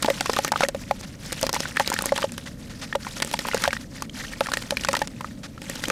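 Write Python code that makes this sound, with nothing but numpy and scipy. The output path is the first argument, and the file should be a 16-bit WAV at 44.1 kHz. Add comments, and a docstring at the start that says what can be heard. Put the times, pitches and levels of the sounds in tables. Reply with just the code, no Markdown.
"""Wet slaps and plops: lumps of wet soil are crumbled by hand over a plastic tub of muddy water.
Crumbs slap the surface and throw spray, and the air they drag under rings as short bubbles.
Grit hisses between the fingers, which now and then scrape over the lump. The air in the tub
rings along with all of it, over a low, steady rumble from afar."""
import sys
import numpy as np
from scipy import signal
from scipy.fft import rfft, irfft, next_fast_len
from scipy.io import wavfile
from scipy.ndimage import uniform_filter1d, map_coordinates

SR = 44100
rng = np.random.default_rng(int(sys.argv[2]) if len(sys.argv) > 2 else 0)


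def master_out(mix):
    """Clip the mix to full scale and print it as 16-bit PCM to the path in sys.argv[1]."""
    frames = np.transpose(np.atleast_2d(mix))
    ceiling = np.clip(frames, -1, 1)
    pcm = np.round(ceiling * 32767).astype(np.int16)
    wavfile.write(sys.argv[1], SR, pcm)


N = 260631


# Crumbs hitting the water: start_s, level_db, pitch_hz, spray_db (added to level_db for the spray)
CRUMB_HITS = [(0.025, -17.5, 7400, -3), (0.028, -19, 6400, -7), (0.046, -17.5, 3160, -34),
              (0.06, -17.5, 3030, -11), (0.1018, -17, 3680, -7.5), (0.2086, -14, 3460, -8),
              (0.2588, -24, 5560, -3), (0.297, -20.5, 4600, -3.5), (0.3332, -17, 5000, -10.5),
              (0.365, -18.5, 3340, -30), (0.3879, -16, 3300, -19), (0.4391, -27, 5400, -10),
              (0.4476, -15, 6040, -10), (0.4798, -19, 2780, -26), (0.5199, -15, 5000, -12.5),
              (0.5754, -27, 4100, -9), (0.607, -23, 3900, -2), (0.634, -24, 2420, 1),
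              (0.6859, -19, 6160, -3.5), (0.7476, -31, 3500, -4), (0.9112, -26, 3450, -39),
              (1.011, -29, 6000, -19), (1.2605, -31, 7040, -20), (1.3215, -23.5, 5540, -5),
              (1.3274, -19.5, 9100, -12.5), (1.4132, -21, 8900, -12), (1.4298, -13, 4530, -21),
              (1.4667, -15.5, 4800, -10), (1.4936, -18.5, 5250, -7), (1.5298, -15, 4800, -32),
              (1.5384, -26, 5500, -1), (1.5445, -18, 5800, -29), (1.6047, -16.5, 5070, -35),
              (1.7696, -17, 1970, -31.5), (1.7978, -12.5, 2380, -11), (1.8056, -24, 2400, -30),
              (1.8762, -14, 5000, -17), (1.9013, -14, 6660, -14.5), (1.927, -22, 6500, -16),
              (1.94, -16, 6700, -15), (1.9895, -16, 3920, -12), (2.0224, -16, 9400, -22),
              (2.058, -13.5, 8050, -11), (2.067, -22, 6500, -23), (2.1606, -23, 3680, -6),
              (2.177, -24.5, 3500, 0), (2.2209, -23, 3500, -17), (2.3207, -28, 7100, -14),
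              (2.3797, -24.5, 3800, -8), (2.9543, -23.5, 2520, -10), (3.165, -32, 2980, 0.5),
              (3.2017, -22.5, 2880, -27), (3.2217, -17, 4600, -1), (3.228, -32, 6000, -28),
              (3.2482, -22.5, 7900, -36), (3.275, -28, 7000, -6), (3.314, -24, 3930, -15),
              (3.331, -27, 10000, -11), (3.338, -20.5, 4150, -2), (3.391, -19, 3960, -4),
              (3.47, -26, 9000, -17), (3.486, -20.5, 3120, -21), (3.5455, -20, 6600, -7),
              (3.577, -23, 4240, -15), (3.621, -23, 7000, -8), (3.6377, -24, 5300, 5),
              (3.6588, -30, 2700, -4), (3.678, -16, 4300, -8.5), (3.73, -24.5, 3900, -0.5),
              (4.0227, -21, 6400, -15), (4.4074, -15.5, 2530, -38), (4.4698, -21, 2470, -22),
              (4.5187, -24, 3620, -15), (4.5365, -17.5, 2650, -4.5), (4.572, -18, 2600, -32),
              (4.621, -30, 3900, -0.5), (4.707, -17, 3650, -8.5), (4.7704, -21, 3200, -7.5),
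              (4.8108, -25.5, 4870, -10), (4.836, -27, 4000, -6), (4.8486, -18, 3900, -10),
              (4.8865, -18, 3600, -2.5), (4.912, -30, 5960, -2), (4.931, -16, 6600, -12),
              (4.9515, -18, 3570, -13), (4.9675, -22, 3180, -1), (4.992, -24, 5900, -9),
              (5.019, -23.5, 2480, -6), (5.074, -23.5, 5100, -10.5), (5.21, -31, 2080, -13),
              (5.618, -30, 2430, -7), (5.6981, -21.5, 7500, -23), (5.7552, -28, 4950, -3),
              (5.8388, -22, 3570, -5), (5.854, -30, 3400, -21), (5.884, -19, 8800, -39),
              (5.901, -12.5, 2310, -40)]

def slaps():
    """A crumb hits the water: a sharp snap, a low push, a short ring, then a burst of spray."""
    start_s, level_db, pitch_hz, spray_db = np.transpose(CRUMB_HITS)[:, :, None]
    starts = start_s[:, 0]
    t = np.arange(200) / SR
    burst = amp(-60 * t / 0.0012) * rng.standard_normal((len(starts), len(t)))
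    crack = place(starts, amp(level_db) * burst / np.linalg.norm(burst, axis=1, keepdims=True))
    pulse_time = t * pitch_hz * 4.8  # a brighter crumb makes a shorter pulse
    pulse = pulse_time * (pulse_time - 2) * np.exp(-pulse_time)
    snap = place(starts, amp(level_db + 4.5) * pulse) + amp(14) * crack
    push = filtered(abs(crack), lambda hz: resonance(hz, pitch_hz=270, width_hz=280, gain_db=16.5))
    ring = air_pockets(starts, level_db[:, 0] + 6.5, pitch_hz[:, 0], cycles=0.0047 * pitch_hz[:, 0],
                       rise=0.11, waver=1.0, samples=300)
    t = np.arange(2000) / SR
    fade_in = 1 - np.exp(-t / 0.002)
    spray = place(starts, amp(level_db + spray_db + 9.5 - 60 * t / 0.019) * fade_in)
    droplets = amp(3.5 * wobble(600))
    return snap + push + ring + spray * droplets * spray_noise()


# Air trapped under the water: start_s, level_db, pitch_hz
TRAPPED_AIR = [(0.029, -25, 1330), (0.045, -18, 255), (0.047, -16, 847), (0.0805, -19.5, 890),
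               (0.0845, -11.5, 630), (0.101, -22, 2000), (0.102, -16, 536), (0.208, -17, 745),
               (0.259, -18.5, 1075), (0.295, -15.5, 450), (0.296, -17, 990), (0.368, -14, 1170),
               (0.389, -12.5, 776), (0.448, -19, 1220), (0.479, -25, 2170), (0.519, -12.5, 880),
               (0.536, -19.5, 930), (0.559, -13.5, 1200), (0.607, -12.5, 735), (0.62, -18, 1350),
               (0.63, -17, 1310), (0.634, -15, 540), (0.635, -11.5, 2150), (0.649, -19.5, 1840),
               (0.686, -21.5, 575), (0.747, -21, 600), (0.9105, -10.5, 785), (1.429, -17, 574),
               (1.437, -17, 625), (1.492, -20, 1030), (1.538, -20, 795), (1.564, -16.5, 920),
               (1.655, -20.5, 1460), (1.761, -25, 1720), (1.771, -12, 1726), (1.7975, -12, 810),
               (1.804, -12.5, 860), (1.846, -30, 2250), (1.861, -23, 3830), (1.881, -25, 2300),
               (1.918, -17, 950), (1.936, -21, 1660), (1.964, -19.5, 1740), (1.989, -22.5, 1450),
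               (2.009, -25, 1190), (2.04, -23, 1030), (2.121, -11, 582), (2.165, -19.5, 3100),
               (2.185, -20.5, 910), (2.227, -18.5, 1180), (2.23, -19.5, 3070), (2.241, -15, 594),
               (2.473, -30.5, 1970), (2.927, -18, 1730), (2.951, -18, 920), (2.954, -17.5, 565),
               (3.049, -29.5, 1400), (3.068, -21.5, 1015), (3.226, -22, 1950), (3.34, -16, 916),
               (3.391, -22, 1850), (3.452, -20.5, 990), (3.486, -20.5, 945), (3.514, -21.5, 2000),
               (3.524, -25, 2840), (3.534, -20, 1370), (3.545, -15, 467), (3.57, -22, 1560),
               (3.646, -17.5, 1090), (3.654, -16, 1560), (3.677, -12.5, 695), (3.707, -21.5, 2200),
               (3.73, -15.5, 1600), (3.767, -21.5, 1870), (4.022, -22.5, 1126), (4.096, -28, 3100),
               (4.249, -27.5, 1790), (4.335, -26, 1800), (4.408, -13, 647), (4.409, -15, 830),
               (4.46, -24, 1770), (4.469, -23, 1320), (4.487, -21, 1080), (4.518, -20, 1450),
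               (4.537, -15.5, 1730), (4.571, -18, 1830), (4.722, -20.5, 572), (4.77, -13.5, 2340),
               (4.837, -20.5, 2830), (4.848, -17.5, 1440), (4.872, -27, 2580), (4.887, -15.5, 1054),
               (4.887, -14.5, 1900), (4.888, -18.5, 530), (4.931, -24, 1260), (4.94, -14, 970),
               (4.953, -17, 1830), (4.967, -23, 900), (5.017, -14, 845), (5.019, -18, 1750),
               (5.208, -24.5, 1000), (5.245, -21.5, 1236), (5.578, -32.5, 1300), (5.698, -24.5, 1860),
               (5.839, -19.5, 1950), (5.855, -19, 3130), (5.881, -22, 270), (5.9, -19, 486),
               (5.901, -17, 1170)]

def bubbles():
    """Each large air pocket plops, with a ragged puff of churned water."""
    start_s, level_db, pitch_hz = np.transpose(TRAPPED_AIR)
    cycles = 20.6 * (pitch_hz / 1000) ** 0.6  # higher bubbles ring for more cycles
    plop = air_pockets(start_s, level_db, pitch_hz, cycles, rise=0.055, waver=0.53, samples=2200)
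    plop_loudness = abs(signal.hilbert(plop, next_fast_len(N))[:N])
    churn = amp(-19) * plop_loudness * amp(3.1 * wobble(350)) * spray_noise()
    # a smaller pocket breaks off and rings along
    lag, higher = rng.random((len(start_s), 2)).T
    small_plop = air_pockets(start_s + 0.005 * lag, level_db - 5.5, pitch_hz * (1.255 + 1.35 * higher),
                             0.74 * cycles, rise=0.11, waver=0.67, samples=1200)
    return plop + churn + small_plop


def air_pockets(start_s, level_db, pitch_hz, cycles, rise, waver, samples):
    """Fading tones that climb as a pocket nears the surface and waver as its wall shakes."""
    turns = pitch_hz[:, None] * np.arange(samples) / SR
    age = turns / cycles[:, None]  # at age 1 the tone has faded by 60 dB
    swell = 1 - np.exp(-turns / 0.16)
    shake = waver * np.sin(2 * np.pi * (turns / 3.72 + rng.random((len(start_s), 1))))
    phase = 2 * np.pi * turns * (1 + rise * np.minimum(age, 1)) + shake
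    return place(start_s, amp(level_db[:, None] - 60 * age) * swell * np.sin(phase))


# The tone of spray, from low to high: pitch_hz, level_db
SPRAY_TONE = [(200, -12), (800, 0), (2000, 2.5), (5000, 0.5), (9000, -6.5), (15000, -20.5)]

def spray_noise():
    """The wet hiss used for spray, churned water and scrapes."""
    return noise(SPRAY_TONE)


# Grit dropped or rubbed loose in one go: start_s, end_s, start_level_db, end_level_db
GRIT_POURS = [(0.019, 0.483, -37, -36), (0.566, 0.658, -35.5, -35.5), (0.77, 1.15, -45, -47.5),
              (1.234, 1.453, -40.5, -35), (1.552, 1.725, -31.5, -39.5), (1.754, 2.095, -40.5, -35),
              (2.16, 2.246, -35.5, -38.5), (2.293, 2.526, -46.5, -46), (2.603, 2.94, -48.5, -45.5),
              (3.033, 3.578, -40.5, -37), (3.599, 3.664, -36, -30.5), (3.718, 3.844, -41.5, -49),
              (3.957, 4.055, -38.5, -49.5), (4.171, 4.388, -35.5, -44.5), (4.434, 4.742, -37.5, -42),
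              (4.775, 5.035, -41, -41.5), (5.105, 5.317, -52.5, -48.5), (5.645, 5.95, -39.5, -39)]

def grit_flow_db():
    """How loudly grit falls: a steady trickle, the pours, and a short shower with each slap."""
    trickle_db, shower_db = -55.5, -29.5
    onset_db_per_s, stop_db_per_s, settle_s = 387, 483, 0.023
    t = np.arange(N) / SR
    power = amp(trickle_db) ** 2
    for start_s, end_s, start_db, end_db in GRIT_POURS:
        fade_db = onset_db_per_s * np.maximum(start_s - t, 0) + stop_db_per_s * np.maximum(t - end_s, 0)
        power = power + amp(np.interp(t, [start_s, end_s], [start_db, end_db]) - fade_db) ** 2
    slap_s, slap_db = np.transpose(CRUMB_HITS)[:2]
    shower = amp(slap_db[:, None] + shower_db - 20 * t[:SR // 5] / settle_s)
    return 10 * np.log10(power + place(slap_s, shower ** 2))


# The tone of falling grit: pitch_hz, level_db
GRIT_TONE = [(300, -8.5), (600, -5.5), (1640, -2), (2670, -3.5), (5270, -1.5), (9320, -8), (14800, -12.5)]

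def grit():
    """Fine grit hisses in patches while tiny crumbs plip into the water, more often as more falls."""
    flow_db = grit_flow_db()
    spectrum = signal.stft(noise(GRIT_TONE), nperseg=128)[2]
    patches = uniform_filter1d(rng.standard_normal(spectrum.shape), size=5, axis=0)  # blur across pitch
    patches = uniform_filter1d(patches, size=5, axis=1)  # and across time
    hiss = unit(signal.istft(spectrum * amp(3.4 * unit(patches)), nperseg=128)[1][:N])
    hiss = amp(flow_db - 2.5 + 2.9 * wobble(60)) * hiss
    when, size, pitch, life, chance = rng.random((3500, 5)).T
    start_s = when * (N - 1) / SR
    flow_then_db = flow_db[(start_s * SR).astype(int)]
    falls = chance < np.clip((flow_then_db + 62) / 26, 0, 1)
    level_db = np.where(falls, flow_then_db + 3 + 11 * size ** 3.5, -200)  # many small, few large
    pitch_hz = 1700 * amp(16 * pitch)
    cycles = 7 + 30 * life ** 3.5
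    return hiss + air_pockets(start_s, level_db, pitch_hz, cycles, rise=0.11, waver=0.19, samples=400)


# Fingers scraping over the lump: start_s, length_s, level_db
FINGER_STROKES = [(1.028, 0.029, -39.5), (2.457, 0.03, -40), (2.696, 0.041, -43), (2.814, 0.043, -34),
                  (5.432, 0.039, -37.5)]

def scrapes():
    """Each finger stroke is a quick gritty rasp that swells and fades."""
    start_s, length_s, level_db = np.transpose(FINGER_STROKES)[:, :, None]
    progress = np.clip(np.arange(3500) / SR / length_s, 0, 1)
    swell = np.sqrt(abs(np.sin(np.pi * progress ** 0.52)))
    strokes = place(start_s[:, 0], amp(level_db) * swell)
    return strokes * amp(0.67 * wobble(590)) * spray_noise()


# The notes at which the air in the tub rings: pitch_hz, width_hz, gain_db
TUB_NOTES = [(549, 47.4, 7), (849, 47, -0.5), (1420, 580, -10), (1836, 50, -4.5)]

def tub(sound):
    """The sound itself plus the ringing it stirs up in the tub's air."""
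    return filtered(sound, lambda hz: 1 + sum(resonance(hz, *note) for note in TUB_NOTES))


# The tone of the distant rumble: pitch_hz, level_db
RUMBLE_TONE = [(15, -30), (25, -1), (50, -2.5), (95, -2.5), (226, 1), (280, -2.5), (390, -18.5),
               (553, -12.5), (800, -28.5), (3000, -37), (15000, -40)]

def rumble():
    """A low, steady noise from afar."""
    return amp(-39) * noise(RUMBLE_TONE)


def amp(db):
    """Turn decibels into a number to multiply by."""
    return 10 ** (np.asarray(db) / 20)


def unit(sound):
    """Scale a sound to an average strength (rms) of 1."""
    return sound / np.sqrt(np.mean(sound ** 2) + 1e-20)


def resonance(hz, pitch_hz, width_hz, gain_db):
    """A filter curve that favours one pitch; the narrower it is, the longer it rings."""
    return amp(gain_db) * 1j * hz * width_hz / (pitch_hz ** 2 - hz ** 2 + 1j * hz * width_hz)


def filtered(sound, curve):
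    """Multiply each frequency in a sound by curve(hz)."""
    size = next_fast_len(N + 8192)
    return irfft(rfft(sound, size) * curve(np.fft.rfftfreq(size, 1 / SR)), size)[:N]


def noise(tone):
    """Noise of strength 1, shaped by rows of pitch_hz, level_db."""
    pitch_hz, level_db = np.transpose(tone)
    white = rng.standard_normal(N)
    return unit(filtered(white, lambda hz: amp(np.interp(np.log(hz + 1), np.log(pitch_hz), level_db))))


def wobble(points_per_s):
    """A smooth curve through random points."""
    points = rng.standard_normal(int(N * points_per_s / SR) + 4)
    return map_coordinates(points, [np.arange(N) * points_per_s / SR])


def place(start_s, sounds):
    """Add short sounds, one per row, into one track at their start times."""
    positions = np.round(start_s * SR).astype(int)[:, None] + np.arange(sounds.shape[1])
    return np.bincount(positions.ravel(), sounds.ravel(), N + SR)[:N]


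def scene():
    """All the crumbling rings the air in the tub; the rumble lies behind it."""
    background = rumble()
    crumbling = amp(2.5) * bubbles() + slaps() + grit() + scrapes()
    return (tub(crumbling) + background)[None]


def record(dry):
    """The top treble softens and falls away steeply, ending at top_hz; sharp peaks are rounded off."""
    top_hz = 16600
    soft = filtered(dry[0], lambda hz: 1 / (1 + (hz / 14000) ** 4) / (1 + (hz / 15500) ** 40))
    rounded = soft / (1 + abs(soft / 2.3) ** 4) ** 0.16
    return filtered(rounded, lambda hz: hz < top_hz)[None]


dry = scene()
out = record(dry)
master_out(out)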